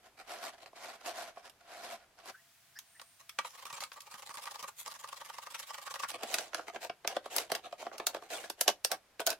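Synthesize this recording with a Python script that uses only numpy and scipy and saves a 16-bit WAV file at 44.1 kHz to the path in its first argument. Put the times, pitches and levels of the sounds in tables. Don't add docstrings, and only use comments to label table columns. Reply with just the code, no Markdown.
import sys
import numpy as np
from scipy import signal
from scipy.fft import rfft, irfft, next_fast_len
from scipy.io import wavfile
from scipy.ndimage import uniform_filter1d

SR = 44100
rng = np.random.default_rng(int(sys.argv[2]) if len(sys.argv) > 2 else 0)


def persist_wave(psi):
    counts = np.round(np.clip(psi, -1, 1) * 32767).astype(np.int16)
    wavfile.write(sys.argv[1], SR, np.atleast_2d(counts).T)


N = 414099
TIME = np.arange(N) / SR
FFT_SIZE = next_fast_len(N + SR)
HZ = np.maximum(np.arange(FFT_SIZE // 2 + 1) * SR / FFT_SIZE, 1)
KNIFE_FROM_S, SLACK_FROM_S = 2.315, 6.115
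CUTOFF_HZ = 16400
HIT_GAIN = np.sqrt(SR / 100)
# f/Hz, side relative to mid/dB
STEREO_WIDTH = [(50, -10.5), (200, -11), (650, -11.5), (1300, -7), (2600, -4), (5000, -1), (14000, -1.5)]


def from_db(db):
    return 10 ** (np.asarray(db) / 20)


def rms_one(x):
    return x / np.sqrt(np.mean(np.abs(x) ** 2) + 1e-20)


def at_hz(points, hz):
    f, level = np.transpose(points)
    return np.interp(np.log(hz), np.log(f), level)


def causal(level_db):
    cepstrum = irfft(np.log(from_db(level_db)))
    half = len(cepstrum) // 2
    cepstrum[1:half] *= 2
    cepstrum[half + 1:] = 0
    return np.exp(rfft(cepstrum))


def through(x, response):
    return irfft(rfft(x, FFT_SIZE) * response, FFT_SIZE)[..., :N]


def coloured(x, spectrum):
    return through(x, rms_one(causal(at_hz(spectrum, HZ))))


def dying(t60, count):
    return from_db(-60 * np.arange(count) / SR / t60)


def add(track, s, burst):
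    i = max(round(s * SR), 0)
    track[..., i:i + burst.shape[-1]] += burst[..., :max(N - i, 0)]


def ears(mid, side, hz):
    width = from_db(at_hz(STEREO_WIDTH, hz))
    return mid + side * width * np.array([[1], [-1]])


def narrow_noise(centre_hz, width_hz, db):
    band = 1 / (1 + ((HZ - centre_hz) / (width_hz / 2)) ** 2)
    return from_db(db) * rms_one(through(rng.standard_normal(N), band))


def room_tone():
    # f/Hz, level/dB
    dark_eq = [(30, -5.5), (75, 0), (150, -5), (300, -4.5), (700, -0.5), (1200, -4), (2400, -7),
               (3200, -10), (7000, -15), (13000, -18), (16000, -29)]
    # f/Hz, level/dB
    hissy_eq = [(30, -18), (60, -5.5), (125, 0.5), (200, -6.5), (350, -11), (560, -12), (750, -4),
                (1100, -5), (1500, -3), (2200, -4), (10000, -9), (15500, -11.5)]
    mid, side = rfft(rng.standard_normal((2, N)), FFT_SIZE)
    noise = irfft(ears(mid, side, HZ), FFT_SIZE)[:, :N]
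    first_cut = (TIME >= KNIFE_FROM_S) & (TIME < SLACK_FROM_S)
    dark = from_db(-69) * coloured(noise * ~first_cut, dark_eq)
    hissy = from_db(-67) * coloured(noise * first_cut, hissy_eq)
    hum = narrow_noise(centre_hz=676, width_hz=14, db=-82) * first_cut
    passing = np.interp(TIME, [2.84, 2.92, 3.08, 3.24], [0, 1, 1, 0])
    thin_hiss = narrow_noise(centre_hz=8950, width_hz=820, db=-69) * passing
    return dark + hissy + hum + thin_hiss


def workshop_reverb(x, build_up_s=0.0054):
    # f/Hz, t60/s, level/dB
    bands = [(306, 0.14, -11), (700, 0.21, -21.5), (1780, 0.12, -11.5), (4520, 0.12, -12.5),
             (10900, 0.11, -12)]
    centres = np.array(bands)[:, 0]
    edges = [150, *np.sqrt(centres[1:] * centres[:-1]), CUTOFF_HZ]
    tail, count = 0, SR // 2
    for (hz, t60, db), low, high in zip(bands, edges, edges[1:]):
        fade = dying(t60, count) * np.clip(TIME[:count] / build_up_s - .5, 0, 1)
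        mid, side = rng.standard_normal((2, count)) * fade / np.linalg.norm(fade)
        width = from_db(at_hz(STEREO_WIDTH, hz) + 2.0)
        echoes = from_db(db) * (mid + side * width * [[1], [-1]])
        band = signal.butter(2, [low, high], "band", fs=SR, output="sos")
        tail = tail + signal.sosfilt(band, echoes)
    return through(x, rfft(tail, FFT_SIZE))


def bench_thuds():
    # t/s, level/dB
    jolts = [(3.729, -61), (3.805, -68), (4.141, -65), (4.293, -66), (4.372, -65), (4.627, -64),
             (4.645, -69), (7.166, -64), (7.518, -51.5)]
    out, fade = np.zeros(N), dying(t60=0.036, count=SR // 10)
    band = signal.butter(2, [80, 380], "band", fs=SR, output="sos")
    for s, db in jolts:
        thud = signal.sosfilt(band, rng.standard_normal(len(fade)) * fade)
        add(out, s, from_db(db) * HIT_GAIN * thud / np.linalg.norm(thud))
    return out


def squeaks(waver=0.049, rough_db=2.0):
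    # t/s, length/s, start f/Hz, end f/Hz, level/dB, relative third harmonic/dB
    chirps = [(2.34, 0.024, 1440, 1560, -49.5, -30), (2.36, 0.053, 1556, 1910, -62, -25),
              (2.753, 0.0352, 1603, 1873, -49.5, -5), (2.945, 0.036, 1750, 2000, -60, -20)]
    out = np.zeros(N)
    for s, length, start_hz, end_hz, db, third_db in chirps:
        progress = np.linspace(0, 1, int(length * SR))
        speed, grip = rms_one(uniform_filter1d(rng.standard_normal((2, len(progress))), size=70))
        pitch_hz = (start_hz + (end_hz - start_hz) * progress) * (1 + waver * speed)
        phase = 2 * np.pi * np.cumsum(pitch_hz) / SR
        tone = np.sin(phase) + from_db(third_db) * np.sin(3 * phase)
        add(out, s, from_db(db + rough_db * grip) * np.sin(np.pi * progress) * tone)
    return out


def freed_top(attack_s=0.0023):
    # t/s, level/dB
    releases = [(9.197, -37.5), (9.271, -28)]
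    # f/Hz, level/dB, t60/s
    modes = [(589, -7.5, 0.17), (657, -0.5, 0.18), (752, -3, 0.09), (1482, -4.5, 0.14)]
    out, t = np.zeros(N), TIME[:SR // 4]
    note = sum(from_db(db) * dying(t60, len(t)) * np.sin(2 * np.pi * hz * t) for hz, db, t60 in modes)
    for s, db in releases:
        add(out, s, from_db(db) * note * np.tanh(t / attack_s) ** 2)
    return out


def grains(count, per_s, spread_db=3.0):
    sizes = from_db(spread_db * np.minimum(rng.exponential(1, count), 4))
    signs = np.sign(rng.random((2, count)) - .5)
    return rms_one(signs * sizes * (rng.random(count) < per_s / SR))


def contact(burst, tilt, uneven_db, low_hz, high_hz):
    size = 2 * next_fast_len(burst.shape[-1] // 2 + 512)
    hz = np.maximum(np.fft.rfftfreq(size, 1 / SR), 1)
    octaves = np.log2(np.clip(hz, low_hz, min(high_hz, 12000)) / low_hz)
    knots_hz = np.geomspace(100, SR / 2, 56)
    ripple_db = uneven_db * np.interp(hz, knots_hz, rng.standard_normal(len(knots_hz)))
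    mid, side = rfft(burst, size) * causal(tilt * octaves + ripple_db)
    band = (hz > low_hz) & (hz < high_hz)
    band_rms = np.sqrt(np.mean(np.abs(mid[band]) ** 2))
    return irfft(ears(mid, side, hz) / band_rms)


def flex(burst, tilt, uneven_db):
    return contact(burst, tilt, uneven_db, low_hz=250, high_hz=1400)


def radiate(burst, tilt, uneven_db):
    return contact(burst, tilt, uneven_db, low_hz=1500, high_hz=16000)


def rubbing(strokes, spectrum, slips_per_s, uneven_db, catch_db=2.5):
    force, friction = np.zeros((2, 2, N))
    t = np.arange(-5000, 5000) / SR
    catches = t[::150]
    for s, half_s, wall_db, friction_db, tilt in strokes:
        touching = np.abs(t) < 3 * half_s
        swell = np.exp(-(t[touching] / half_s) ** 2 / 2)
        grip = from_db(catch_db * np.interp(t, catches, rng.standard_normal(len(catches))))
        slips = swell * (grip * grains(len(t), slips_per_s))[:, touching]
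        start, gain = s + t[touching][0], np.linalg.norm(swell)
        add(force, start, gain * from_db(wall_db) * flex(slips, 0, uneven_db))
        add(friction, start, gain * from_db(friction_db) * radiate(slips, tilt, uneven_db))
    return force, coloured(friction, spectrum)


def gliding(passes, max_db=0, step_s=0.01):
    for curve in passes:
        times, levels = np.transpose(curve)
        for s in np.arange(times[0], times[-1], step_s):
            yield s, 0.58 * step_s, min(np.interp(s, times, levels), max_db)


def pressed(touches, wall_trim_db, friction_trim_db, firm_tilt, firm_db=-50.5):
    return [(s, half_s, db + wall_trim_db, db + friction_trim_db, firm_tilt + 0.15 * (db - firm_db))
            for s, half_s, db in touches]


def marker():
    # t/s, level/dB
    passes = [
        [(0.25, -63), (0.26, -71), (0.276, -52), (0.298, -48.5), (0.306, -43.5), (0.41, -53), (0.434, -41.5),
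         (0.49, -45), (0.518, -67), (0.544, -52.5), (0.56, -69)],
        [(0.745, -73), (0.763, -51.5), (0.805, -55), (0.843, -44.5), (0.877, -51.5), (0.899, -45.5),
         (0.911, -53), (0.953, -52), (0.975, -66), (1.0, -66)],
        [(1.0, -68), (1.01, -54.5), (1.026, -64), (1.064, -39), (1.112, -44.5), (1.126, -56), (1.174, -43),
         (1.23, -45), (1.256, -52), (1.294, -51), (1.34, -78)],
        [(1.6, -74), (1.61, -61), (1.622, -73), (1.718, -51), (1.818, -52), (1.85, -44), (1.874, -50),
         (1.928, -45), (1.962, -53.5), (1.978, -66), (2.05, -64.5)],
        [(2.17, -82), (2.186, -56.5), (2.204, -57), (2.216, -67), (2.288, -46), (2.306, -48), (2.312, -69)],
    ]
    # centre t/s, half length/s, level/dB
    dabs = [(0.055, 0.02, -59), (0.204, 0.015, -50.5), (0.584, 0.0079, -61), (0.627, 0.016, -54),
            (0.674, 0.009, -56.5), (1.384, 0.021, -58), (1.459, 0.02, -53.5), (2.297, 0.007, -46.5)]
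    # f/Hz, level/dB
    felt_eq = [(700, -39), (1400, -1), (1800, -2.5), (3300, -3.5), (4700, -2.5), (7000, -5.5),
               (10000, -5.5), (13500, -7.5), (15500, -30)]
    strokes = pressed([*gliding(passes), *dabs], wall_trim_db=-1.94, friction_trim_db=-5.5,
                      firm_tilt=-4.5)
    return rubbing(strokes, felt_eq, slips_per_s=3800, uneven_db=2.5)


def sawing(linger_s=0.004, jam_lag_s=0.0015):
    # first push t/s, last pull t/s, cycles, wall/dB, rasp/dB, swell over the run/dB, knock/dB
    runs = [(3.55, 3.816, 4, -52.5, -50.5, 8, -51.5), (3.974, 4.025, 1, -57, -63, -11, -58.5),
            (4.073, 4.114, 1, -53.5, -54.5, 2.5, -55), (4.148, 4.425, 4, -52.5, -51, 5.5, -51),
            (4.469, 4.681, 3, -48, -49, 1, -45), (4.868, 4.999, 2, -53.5, -50, -5.5, -53),
            (5.041, 5.511, 6, -54, -51.5, 0, -43.5), (5.552, 5.674, 2, -53.5, -46.5, -9.5, -59),
            (5.702, 5.823, 2, -50, -50, -2.5, -44.5), (5.867, 5.998, 2, -49.5, -47.5, 0.5, -47.5),
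            (6.034, 6.094, 1, -49, -42.5, 2, -44)]
    # half length/s, wall trim/dB, rasp trim/dB, rasp tilt/(dB/octave)
    push, pull = (0.0095, -0.7, -1.4, -4.7), (0.009, -0.3, 0.4, -3.1)
    knock_crack_db, knock_tilt = -5.5, -9.5
    strokes, knocks = [], []
    for first, last, cycles, wall_db, rasp_db, swell_db, knock_db in runs:
        for k, progress in enumerate(np.linspace(0, 1, 2 * cycles)):
            pulling = k % 2
            s = first + progress * (last - first) + pulling * linger_s
            effort_db = swell_db * (progress - .5)
            half_s, wall_trim, rasp_trim, tilt = pull if pulling else push
            levels = wall_db + wall_trim + effort_db, rasp_db + rasp_trim + effort_db
            strokes.append((s, half_s, *levels, tilt))
            if not pulling:
                hit_db = knock_db + effort_db
                knocks.append((s + jam_lag_s, hit_db, hit_db + knock_crack_db, knock_tilt))
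    return strokes, knocks


def blade(saw_strokes):
    # t/s, level/dB
    slices = [
        [(6.265, -50), (6.331, -41), (6.341, -28), (6.369, -53), (6.383, -39.5), (6.5, -61)],
        [(7.295, -70), (7.309, -48), (7.355, -42.5), (7.361, -31), (7.379, -32), (7.48, -64.5)],
        [(8.285, -76), (8.303, -45), (8.331, -39.5), (8.437, -52.5), (8.443, -46.5), (8.49, -61.5)],
    ]
    # centre t/s, half length/s, wall/dB, rasp/dB
    scrapes = [(3.208, 0.011, -64, -59), (3.463, 0.014, -54, -50), (3.51, 0.023, -67, -60),
               (3.844, 0.023, -57.5, -57), (3.937, 0.008, -62, -54.5), (4.803, 0.019, -59.5, -46.5),
               (6.148, 0.011, -42, -45.5), (6.205, 0.017, -51.5, -55.5), (6.238, 0.0097, -42, -45.5),
               (6.58, 0.039, -50.5, -53.5), (6.687, 0.011, -43, -47), (6.756, 0.014, -44.5, -52),
               (6.84, 0.018, -43.5, -45.5), (7.11, 0.018, -44, -48.5), (7.16, 0.011, -49, -54),
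               (7.259, 0.016, -51.5, -56), (7.545, 0.029, -45, -49.5), (7.658, 0.016, -47, -52.5),
               (7.73, 0.017, -56.5, -61.5), (7.813, 0.017, -49, -51), (7.862, 0.022, -51.5, -58.5),
               (7.945, 0.015, -48, -55.5), (8.016, 0.022, -49, -59.5), (8.097, 0.013, -48, -54),
               (8.16, 0.018, -48.5, -55.5), (8.246, 0.026, -58, -60.5), (8.596, 0.012, -55.5, -57),
               (8.665, 0.0076, -45, -52.5), (8.928, 0.016, -41, -46), (9.215, 0.0084, -42.5, -47.5),
               (9.3, 0.02, -41, -41)]
    # f/Hz, level/dB
    rasp_eq = [(700, -21.5), (1400, -1), (1700, -2), (2400, 1.5), (3300, 2), (5000, 0.5), (7500, 3.5),
               (10000, 1), (13000, -0.5), (15500, -9.5)]
    touches = gliding(slices, max_db=-40.5)
    strokes = saw_strokes + pressed(touches, wall_trim_db=-3, friction_trim_db=-3, firm_tilt=-5)
    for s, half_s, wall_db, rasp_db in scrapes:
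        tilt = -4.8 + 0.44 * (rasp_db - wall_db)
        strokes.append((s, half_s, wall_db, rasp_db, tilt))
    return rubbing(strokes, rasp_eq, slips_per_s=4200, uneven_db=3.5)


def burrs(strokes, scatter_s=0.009, trim_db=-6.5, tilt=-4.5):
    delays = scatter_s * rng.standard_normal(len(strokes))
    return [(s + delay, wall_db + trim_db, rasp_db + trim_db, tilt)
            for (s, _, wall_db, rasp_db, _), delay in zip(strokes, delays)]


def snaps(saw_snaps, lead_in_s=0.002, lead_in_db=-13, right_bias_db=1.5):
    # t/s, wall/dB, crack/dB, crack tilt/(dB/octave)
    wall_snaps = [(0.58, -59, -62, -10), (0.6602, -55, -51, -11), (0.731, -54.5, -70, -9),
                  (1.0615, -43, -51, -5), (1.3715, -46.5, -60, -20), (1.455, -60, -57, -7),
                  (1.497, -63, -55.5, -5.5), (2.257, -52, -57, -3), (2.7893, -64, -45.5, -1),
                  (2.997, -55.5, -50, -11), (3.0152, -54, -50.5, -5.5), (3.294, -72, -45, -6),
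                  (3.3881, -32.5, -30, -10.5), (3.4476, -40, -47, -12.5), (3.654, -46, -46, -5.5),
                  (3.728, -49.5, -46, -4.5), (3.8054, -56, -43.5, -5), (3.8218, -41.5, -52, -12),
                  (3.8371, -60, -40, -7), (3.9183, -56, -47, -11), (4.0053, -76, -49.5, -3.5),
                  (4.018, -72, -57, 1), (4.1413, -55, -47.5, -7), (4.2925, -50, -49, -5.5),
                  (4.372, -49.5, -47.5, -8), (4.456, -52, -48, -5.5), (4.4747, -48.5, -45.5, -12),
                  (4.627, -48, -47, -4.5), (4.861, -47.5, -50, -5), (4.8775, -42.5, -46.5, -4),
                  (5.7438, -50, -43.5, -10), (5.8757, -47, -44.5, -10.5), (5.909, -46.5, -54, -14),
                  (5.941, -43, -44, -7.5), (5.9595, -44, -45, -15), (5.9972, -43.5, -47, -6.5),
                  (6.0343, -41.5, -39, -16.5), (6.0457, -44, -40.5, -14.5), (6.2329, -36.5, -41, -7.5),
                  (6.3419, -45, -28, -4), (6.3849, -60, -35, -6), (6.5326, -44, -44, -14.5),
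                  (6.546, -37.5, -33.5, -7.5), (6.5939, -38.5, -44, -21), (6.7606, -41, -39, -17),
                  (6.8969, -37.5, -39, -16.5), (7.0475, -37.5, -39.5, -14.5), (7.0757, -39.5, -30.5, -5),
                  (7.1662, -30, -35.5, -13), (7.2592, -40, -50.5, -7), (7.364, -39, -30, 3.5),
                  (7.3828, -38.5, -30.5, -5.5), (7.5007, -41.5, -46, -9.5), (7.518, -32.5, -32.5, -5.5),
                  (7.551, -45, -34.5, -6), (7.726, -41, -48.5, -12), (7.8258, -42.5, -63, -10),
                  (7.8665, -37.5, -43.5, -14), (7.9156, -46, -50.5, -20), (7.9811, -56, -47, -3),
                  (7.9995, -36.5, -39.5, -14.5), (8.0682, -38, -27, -2), (8.1463, -35.5, -41, -9),
                  (8.167, -41, -52, -12), (8.2233, -46.5, -57, -9), (8.4399, -50, -44.5, -15),
                  (8.4998, -39, -39, -4.5), (8.6106, -36, -26, -2.2), (8.6793, -25.5, -22.5, -6),
                  (8.6891, -29, -31.5, -5.5), (8.699, -41, -41, -2.5), (8.8478, -36.5, -28, -1.9),
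                  (8.9166, -36, -32, -1), (9.1957, -37, -38.5, -10), (9.202, -36, -41, -2.5),
                  (9.2662, -40, -28.5, -0.5), (9.272, -34, -30, -2), (9.3035, -49, -35, -2.5),
                  (9.3281, -45.5, -42.5, -7)]
    # f/Hz, level/dB
    crack_eq = [(700, -24.5), (1300, -4), (1650, -1.5), (2100, -4), (2600, 1), (3400, 0.5), (5100, 6),
                (7000, 2), (9500, 3), (12500, 3), (15500, -6.5)]
    force, crack = np.zeros((2, 2, N))
    lead = SR // 100
    lead_in = from_db(lead_in_db) * np.exp(-TIME[lead:0:-1] / lead_in_s)
    envelope = np.r_[lead_in, dying(t60=0.031, count=SR // 10)]
    kick = signal.unit_impulse(len(envelope), lead) * np.array([[1], [0]])
    pan = from_db(np.array([[-right_bias_db], [right_bias_db]]) / 2)
    for s, wall_db, crack_db, tilt in wall_snaps + saw_snaps:
        scatter = grains(len(envelope), per_s=12000) * envelope
        scatter /= np.linalg.norm(scatter[0])
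        shove = flex(0.68 * kick + 0.66 * scatter, tilt=0.5, uneven_db=2.0)
        click = radiate(scatter + 0.4 * kick, tilt, uneven_db=2.5)
        add(force, s - lead / SR, HIT_GAIN * from_db(wall_db) * shove)
        add(crack, s - lead / SR, HIT_GAIN * from_db(crack_db) * pan * click)
    return force, coloured(crack, crack_eq)


def ring(force, modes):
    response = sum((-1) ** k * from_db(db) / (1 + 1j * (HZ ** 2 - hz ** 2) / (HZ * width))
                   for k, (hz, width, db) in enumerate(modes))
    lowest_hz = modes[0][0]
    radiation = [(0.19 * lowest_hz, -14), (1.17 * lowest_hz, 0), (2600, 0), (8000, -14)]
    return through(force, rms_one(response * causal(at_hz(radiation, HZ))))


def bottle_wall(force):
    # f/Hz, bandwidth/Hz, level/dB
    whole_modes = [(317, 190, -15), (540, 114, -8), (664, 63, 1.5), (748, 86, -0.5), (1073, 190, -7.5),
                   (1337, 140, -18)]
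    # f/Hz, bandwidth/Hz, level/dB
    taut_modes = [(544, 73, -9), (654, 71, -12), (841, 94, -5.5), (932, 61, -2), (1126, 116, 0.5),
                  (1235, 116, -4), (1900, 130, -20), (2620, 57, -22)]
    # f/Hz, bandwidth/Hz, level/dB
    slack_modes = [(193, 82, -26), (310, 79, -11), (498, 133, -5), (633.5, 85, 1.5), (733, 108, 0.5),
                   (907, 120, -6.5), (1113, 174, -6.5), (1390, 400, -11.5)]
    whole, slack = TIME < KNIFE_FROM_S, TIME >= SLACK_FROM_S
    states = [(whole, whole_modes), (~(whole | slack), taut_modes), (slack, slack_modes)]
    return sum(ring(force * active, modes) for active, modes in states)


def scene():
    saw_strokes, knocks = sawing()
    marker_force, rub = marker()
    blade_force, rasp = blade(saw_strokes)
    snap_force, crack = snaps(knocks + burrs(saw_strokes))
    left, right = bottle_wall(marker_force + blade_force + snap_force) + rub + rasp
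    bottle = np.array([np.roll(left, 2), right]) * from_db([[-.4], [.4]])
    direct = bottle + crack + squeaks() + bench_thuds() + freed_top()
    return direct + workshop_reverb(direct.mean(axis=0)) + room_tone()


def record(dry):
    return signal.sosfilt(signal.ellip(10, .1, 80, CUTOFF_HZ, fs=SR, output="sos"), dry)


dry = scene()
out = record(dry)
persist_wave(out)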